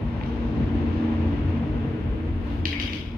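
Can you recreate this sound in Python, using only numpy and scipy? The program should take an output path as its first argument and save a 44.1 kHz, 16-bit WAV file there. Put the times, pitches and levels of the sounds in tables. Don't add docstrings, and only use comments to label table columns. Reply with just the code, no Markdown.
import sys
import numpy as np
from scipy import signal
from scipy.fft import rfft, irfft, next_fast_len
from scipy.io import wavfile

SR = 44100
rng = np.random.default_rng(int(sys.argv[2]) if len(sys.argv) > 2 else 0)


def dump_mix(stems):
    frames = np.atleast_2d(stems).T
    limited = np.clip(frames, -1, 1)
    pcm = np.round(limited * 32767).astype(np.int16)
    wavfile.write(sys.argv[1], SR, pcm)


N = 139797
LEFT_LAG_S = 0.00045


def amp(db):
    return 10 ** (np.asarray(db) / 20)


def rms_one(x):
    return x / np.sqrt(np.mean(x ** 2) + 1e-20)


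def at_hz(points, hz, outside=None):
    table_hz, values = np.transpose(points)
    return np.interp(np.log(np.maximum(hz, 1)), np.log(table_hz), values, outside, outside)


def in_time(rows):
    start_s, *columns = np.transpose(rows)
    t = np.arange(N) / SR
    return [np.interp(t, start_s, column) for column in columns]


def drift(rate_per_s):
    pole = np.exp(-80 * np.pi * rate_per_s / SR)
    white = rng.standard_normal(N // 40 + 2002)
    slow = signal.lfilter([1], [1, -2 * pole, pole * pole], white)[2000:]
    return np.interp(np.arange(N) / 40, np.arange(len(slow)), rms_one(slow))


# pitch_hz [Hz], shared_power [0-1]
STEREO_LIKENESS = [(60, 0.97), (220, 0.91), (420, 0.69), (810, .4), (1500, 0.41), (3000, 0.079), (6000, .3),
                   (9000, .2)]


def noise(spectrum, lag_s=0.):
    size = next_fast_len(N)
    hz = np.arange(size // 2 + 1) * SR / size
    shared, left, right = rfft(rng.standard_normal((3, size)))
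    alike = np.clip(at_hz(STEREO_LIKENESS, hz), 0, 1)
    delay = np.exp(-2j * np.pi * hz * np.c_[[lag_s, 0]])
    pair = np.sqrt(alike) * shared * delay + np.sqrt(1 - alike) * np.array([left, right])
    out = irfft(pair * amp(at_hz(spectrum, hz, -120)), size)[:, :N]
    return out / np.sqrt(np.mean(out.mean(axis=0) ** 2))


# start_s [s], tone_1_db, tone_2_db, tone_3_db, tone_4_db [dB]
HUM_LEVELS = [(0.0, -46, -44, -55.5, -48), (0.08, -37, -39, -49.5, -45), (0.45, -38.5, -28.5, -43, -40),
              (0.86, -27, -33.5, -33, -36.5), (1.092, -35.5, -26.5, -36.5, -31),
              (1.2, -25, -28.5, -37, -34), (1.31, -25, -30.5, -30.5, -39), (1.36, -43, -36.5, -36.5, -49.5),
              (1.49, -21, -37, -39.5, -34.5), (1.56, -30, -28, -38, -49.5), (1.61, -30, -34.5, -48, -60),
              (1.67, -45.5, -45.5, -39, -34), (1.78, -31.5, -30, -42, -43), (1.849, -36, -43.5, -37.5, -40),
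              (1.899, -29.5, -47.5, -56.5, -46), (1.97, -48.5, -36.5, -45, -37.5),
              (2.07, -24, -50, -55, -46), (2.14, -47.5, -41, -44, -43.5), (2.27, -26, -41, -48, -35.5),
              (2.38, -29, -37.5, -46.5, -52.5), (2.52, -40, -36, -38, -53.5),
              (2.66, -26.5, -45, -42.5, -35.5), (2.74, -36.5, -40.5, -36, -56),
              (2.97, -36.5, -44.5, -50, -34.5), (3.079, -36.5, -43, -62, -74),
              (3.17, -53.5, -35.5, -49.5, -45.5)]
HUM_PITCHES = [85.64, 231.6, 283.2, 315.3]
HUM_WANDERS = [1.97, 1.77, 3.0, 4.96]
HUM_WANDER_PER_S = 2.896
HUM_BREAKUP_DB, HUM_BREAKUP_PER_S = 1.5, 11


def hum():
    total = 0
    for level_db, pitch_hz, wander_hz in zip(in_time(HUM_LEVELS), HUM_PITCHES, HUM_WANDERS):
        level = amp(level_db + HUM_BREAKUP_DB * drift(HUM_BREAKUP_PER_S))
        moving_hz = pitch_hz + wander_hz * drift(HUM_WANDER_PER_S)
        cycles = np.cumsum(moving_hz) / SR + rng.random()
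        total = total + np.sqrt(2) * level * np.sin(2 * np.pi * cycles)
    return total


# start_s [s], deep_db, rumble_db, boom_db, whoosh_db, hiss_db, high_hiss_db [dB]
BAND_LEVELS = [(0.0, -57.5, -43, -34.5, -47.5, -53.5, -66.5), (0.031, -28.5, -27.5, -41, -44.5, -51.5, -68),
               (0.141, -35.5, -36, -41.5, -43.5, -51.5, -64.5), (0.59, -29, -30, -34.5, -42.5, -49, -61),
               (1.07, -35, -33, -35.5, -41, -47.5, -61), (1.84, -31.5, -30.5, -36.5, -44, -50, -65.5),
               (1.99, -37, -35.5, -39.5, -46.5, -50.5, -66), (2.079, -25, -31, -41, -45.5, -51, -66.5),
               (2.25, -40, -37, -38.5, -48, -53, -68), (2.29, -29.5, -33.5, -36.5, -46.5, -50.5, -67),
               (2.38, -25.5, -37, -37, -48.5, -52.5, -68), (2.52, -37.5, -34, -43, -45, -50, -64),
               (2.61, -27.5, -32.5, -33.5, -51, -52, -69), (2.699, -40, -42, -44, -48, -54.5, -63),
               (2.83, -35.5, -37.5, -40, -49.5, -49.5, -65), (3.03, -45, -37.5, -40, -52.5, -55.5, -61),
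               (3.17, -32.5, -39, -50.5, -51, -55.5, -69)]
# start_s [s], level_db [dB]
LOW_WHOOSH_LEVEL = [(0.0, -43), (0.09, -47.5), (0.38, -41), (2.33, -42.5), (2.35, -48.5), (2.44, -45),
                    (2.74, -48), (2.75, -52.5), (2.93, -49.5), (3.17, -53.5)]
# pitch_hz [Hz], density_db [dB per Hz]
DEEP_COLOUR = [(30, -30), (40, -7), (50, -5), (62, 0), (73, -5), (90, -14.5), (105, -29.5)]
RUMBLE_COLOUR = [(75, -45), (100, 0), (113, -6), (126, -4), (139, 1), (155, -14), (178, -6), (208, -11.5),
                 (240, -6.5), (270, -24)]
BOOM_COLOUR = [(230, -13.5), (256, -1), (268, -1), (283, -6), (300, 1.5), (318, -7.5), (335, -3),
               (356, -2.5), (385, -21)]
LOW_WHOOSH_COLOUR = [(365, -18.5), (399, 0.5), (454, 3), (495, -3), (530, -22)]
WHOOSH_COLOUR = [(400, -30), (500, -8.5), (553, -3.5), (714, -9), (964, -9), (1140, -13.5), (1250, -26.5),
                 (1620, -60.5), (2750, -120)]
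HISS_COLOUR = [(710, -25), (1200, 0), (1260, 0.5), (2170, -5), (2490, -6), (2710, -5.5), (3600, -15.5),
               (4680, -49), (7920, -120)]
HIGH_HISS_COLOUR = [(2120, -22), (3600, -5), (5400, -16), (6200, -18), (8060, -38.5), (13600, -120)]
FLUTTER_DB, FLUTTER_PER_S = 0.41, 16
FLICKER_PER_S = 7.8


def rumble_and_whoosh():
    levels = in_time(BAND_LEVELS) + in_time(LOW_WHOOSH_LEVEL)
    bands = [  # colour, lag_s, flicker_db
        (DEEP_COLOUR, 0, 1.7), (RUMBLE_COLOUR, 0, 1.1), (BOOM_COLOUR, 0, 1.4), (WHOOSH_COLOUR, 0, 0.73),
        (HISS_COLOUR, LEFT_LAG_S, 0.41), (HIGH_HISS_COLOUR, LEFT_LAG_S, 0.71), (LOW_WHOOSH_COLOUR, 0, 1.2)]
    flutter_db = FLUTTER_DB * drift(FLUTTER_PER_S)
    total = 0
    for level_db, (colour, lag_s, flicker_db) in zip(levels, bands):
        moving_db = level_db + flutter_db + flicker_db * drift(FLICKER_PER_S)
        total = total + amp(moving_db) * noise(colour, lag_s)
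    return total


# pitch_hz [Hz], density_db [dB per Hz]
MICROPHONE_COLOUR = [(7000, -0.5), (8200, -8.5), (9500, -1.5), (12000, -1), (13500, -9), (14500, -22)]


def microphone_noise():
    return amp(-80.5) * noise(MICROPHONE_COLOUR)


KNOCK_S, KNOCK_ATTACK_S, KNOCK_T60_S = 0.208, 0.004, 0.8
KNOCK_HZ, KNOCK_WIDTH_HZ, KNOCK_DB = 870, 120, -43


def knock():
    t = np.arange(N) / SR - KNOCK_S
    colour = [(KNOCK_HZ - KNOCK_WIDTH_HZ, -15), (KNOCK_HZ, 0), (KNOCK_HZ + KNOCK_WIDTH_HZ, -15)]
    rise = np.clip(t / KNOCK_ATTACK_S, 0, 1) ** 2
    fade = amp(KNOCK_DB - 60 * np.maximum(t, 0) / KNOCK_T60_S)
    return rise * fade * noise(colour)


def ring(hz, cycles):
    t = np.arange(300) / SR
    swell = np.sin(np.pi * np.minimum(t * hz / cycles, 1)) ** 2
    return np.sin(2 * np.pi * hz * t) * swell


# start_s [s], level_db [dB], pitch_hz [Hz], undertone_db [dB], second_hz [Hz], second_db [dB],
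# brightness_db [dB], room_send_db [dB]
CLACK_HITS = [(0.2112, -30, 2750, 4, 4210, -23, -16, -10.5), (0.2347, -33, 2900, 1, 4070, -6.5, -7, -6),
              (0.2608, -39.5, 2950, -18.5, 4700, -14.5, -3, 3.5),
              (2.6539, -13, 2900, -6, 4320, -6.5, -4.5, -0.5),
              (2.7279, -21.5, 2243, -13, 4850, -16, -19, 3.5),
              (2.7985, -19.5, 3010, -8.5, 4750, -8.5, -5.5, 5),
              (2.8965, -29, 2220, -13, 4700, -22, -1.5, 3.5),
              (2.9327, -22.5, 2860, -13, 4580, -7, -3.5, 1.5)]
# pitch_hz [Hz], level_db [dB], length [cycles]
COMMON_RINGS = [(1480, -16.5, 4.2), (3560, -7, 11), (5350, -17.5, 7.5), (5700, -10, 5.4), (7340, -21, 3.3)]
# pitch_hz [Hz], level_db [dB], length [cycles]
TOP_RINGS = [(9440, -22, 5.7), (11120, -24.5, 8), (13200, -29.5, 9.0), (14170, -31, 9.0)]
CLACK_CYCLES, SECOND_CYCLES = 4.68, 8.4
UNDERTONE_RATIO = 0.738
TOP_DIRECT_DB = 0


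def clacks():
    out = np.zeros((2, N + 300))
    common = sum(amp(db) * ring(hz, cycles) for hz, db, cycles in COMMON_RINGS)
    top = sum(amp(db) * ring(hz, cycles) for hz, db, cycles in TOP_RINGS)
    for start_s, level_db, hz, under_db, second_hz, second_db, bright_db, room_db in CLACK_HITS:
        body = ring(hz, CLACK_CYCLES)
        body = body + amp(under_db) * ring(UNDERTONE_RATIO * hz, CLACK_CYCLES)
        body = body + amp(second_db) * ring(second_hz, SECOND_CYCLES)
        body = body + amp(bright_db) * common
        both = body + amp(bright_db + np.c_[[TOP_DIRECT_DB, 0]]) * top
        levels = amp([[level_db], [level_db + room_db]])
        start = int(start_s * SR)
        out[:, start:start + len(body)] += levels * both / np.abs(body).max()
    return out[:, :N]


ECHO_DELAYS = [0, .0021, .0037, .0100, .0148]
ECHO_LEVELS = [2.5, -9, -9.5, -12.5, -10.5]
# pitch_hz [Hz], decay_s [s]
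TAIL_DECAY = [(1500, 0.27), (2500, 0.67), (4500, 0.52), (7000, 0.36), (12000, 0.55)]
# pitch_hz [Hz], level_db [dB]
TAIL_COLOUR = [(1400, 1), (2000, 4), (2800, -6), (4000, 5.5), (5600, -5), (8000, 10), (12000, 7.5)]
# pitch_hz [Hz], width_hz [Hz], boost_db [dB]
TAIL_RESONANCES = [(1940, 150, 1), (2230, 93, 4.5), (2780, 220, 5), (3410, 160, 3), (3910, 150, 5.5),
                   (4990, 180, 6.5), (5600, 200, 2), (6300, 200, 3)]
CLACK_LAG_S = 0.00042
TAIL_DB, TAIL_BUILD_S, TAIL_LIKENESS = -23, 0.0043, 0.07
LATE_BUILD_S, LATE_SHARE = 0.022, 0.19
GRAIN_DB, GRAIN_PER_S = 2.0, 90


def room(direct, send):
    t = np.arange(SR) / SR
    hz = np.arange(SR // 2 + 1)
    shared, *own = rng.standard_normal((3, SR))
    shared_pair = np.array([np.roll(shared, int(LEFT_LAG_S * SR)), shared])
    alike = np.clip(TAIL_LIKENESS, 0, 1)
    white = np.sqrt(alike) * shared_pair + np.sqrt(1 - alike) * np.array(own)
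    grain_db = GRAIN_DB * drift(GRAIN_PER_S)[:SR]
    boost_db = sum(db * np.exp(-((hz - peak_hz) / width_hz) ** 2 / 2)
                   for peak_hz, width_hz, db in TAIL_RESONANCES)
    resonant = irfft(rfft(white) * amp(boost_db), SR)

    tail = 0
    edges = 1000 * 2 ** np.arange(0, 4.1, .5)
    for low, high in zip(edges, edges[1:]):
        band_filter = signal.butter(2, [low, high], "band", fs=SR, output="sos")
        band = signal.sosfilt(band_filter, resonant)
        centre_hz = np.sqrt(low * high)
        band_grain_db = grain_db + GRAIN_DB / 2 * drift(GRAIN_PER_S)[:SR]
        decay_db = -60 * t / at_hz(TAIL_DECAY, centre_hz)
        tail = tail + band * amp(band_grain_db + at_hz(TAIL_COLOUR, centre_hz) + decay_db)
    build = (1 - np.exp(-t / TAIL_BUILD_S)) * (1 - LATE_SHARE * np.exp(-t / LATE_BUILD_S))
    tail = tail * amp(TAIL_DB) * build

    early = np.zeros((2, SR))
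    for delay_s, level_db in zip(ECHO_DELAYS, ECHO_LEVELS):
        early[0, int((delay_s + CLACK_LAG_S) * SR)] += amp(level_db)
        early[1, int(delay_s * SR)] += amp(level_db)
    near = signal.fftconvolve(direct[None], early, axes=1)
    diffuse = signal.fftconvolve(send[None], tail, axes=1)
    return (near + diffuse)[:, :N]


# pitch_hz [Hz], density_db [dB per Hz]
RUSTLE_COLOUR = [(400, -14), (700, 10.5), (1500, -10), (3000, -7.5), (5000, -19), (7500, -32.5),
                 (10500, -36), (13500, -25)]
RUSTLE_PEAK_S, RUSTLE_RISE_S, RUSTLE_FALL_S, RUSTLE_DB = 2.53, 0.069, 0.081, -48


def rustle():
    t = np.arange(N) / SR - RUSTLE_PEAK_S
    width_s = np.where(t < 0, RUSTLE_RISE_S, RUSTLE_FALL_S)
    swell = np.exp(-(t / width_s) ** 2 / 2)
    return amp(RUSTLE_DB + 1.0 * drift(30)) * swell * noise(RUSTLE_COLOUR, LEFT_LAG_S)


def scene():
    passing = hum() + rumble_and_whoosh()
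    return passing + microphone_noise() + knock() + room(*clacks()) + rustle()


# pitch_hz [Hz], left_minus_right_db [dB]
STEREO_BALANCE = [(60, 2.5), (100, 1), (170, 3), (270, -0.5), (460, 2), (760, 1), (1260, 2), (2090, 7.5),
                  (3460, 7), (5750, 3)]
TOP_BALANCE = (8500, 0.5)  # Hz, left minus right dB
CUTOFF_HZ = 14500


def record(dry):
    padded = np.pad(dry, [(0, 0), (4096, 4096)], "reflect", reflect_type="odd")
    size = padded.shape[1]
    hz = np.arange(size // 2 + 1) * SR / size
    tilt_db = at_hz(STEREO_BALANCE + [TOP_BALANCE], hz) / 2
    ports = irfft(rfft(padded) * amp([tilt_db, -tilt_db]), size)
    lowpass = signal.cheby2(12, 70, CUTOFF_HZ, fs=SR, output="sos")
    return signal.sosfilt(lowpass, ports)[:, 4096:-4096]


dry = scene()
out = record(dry)
dump_mix(out)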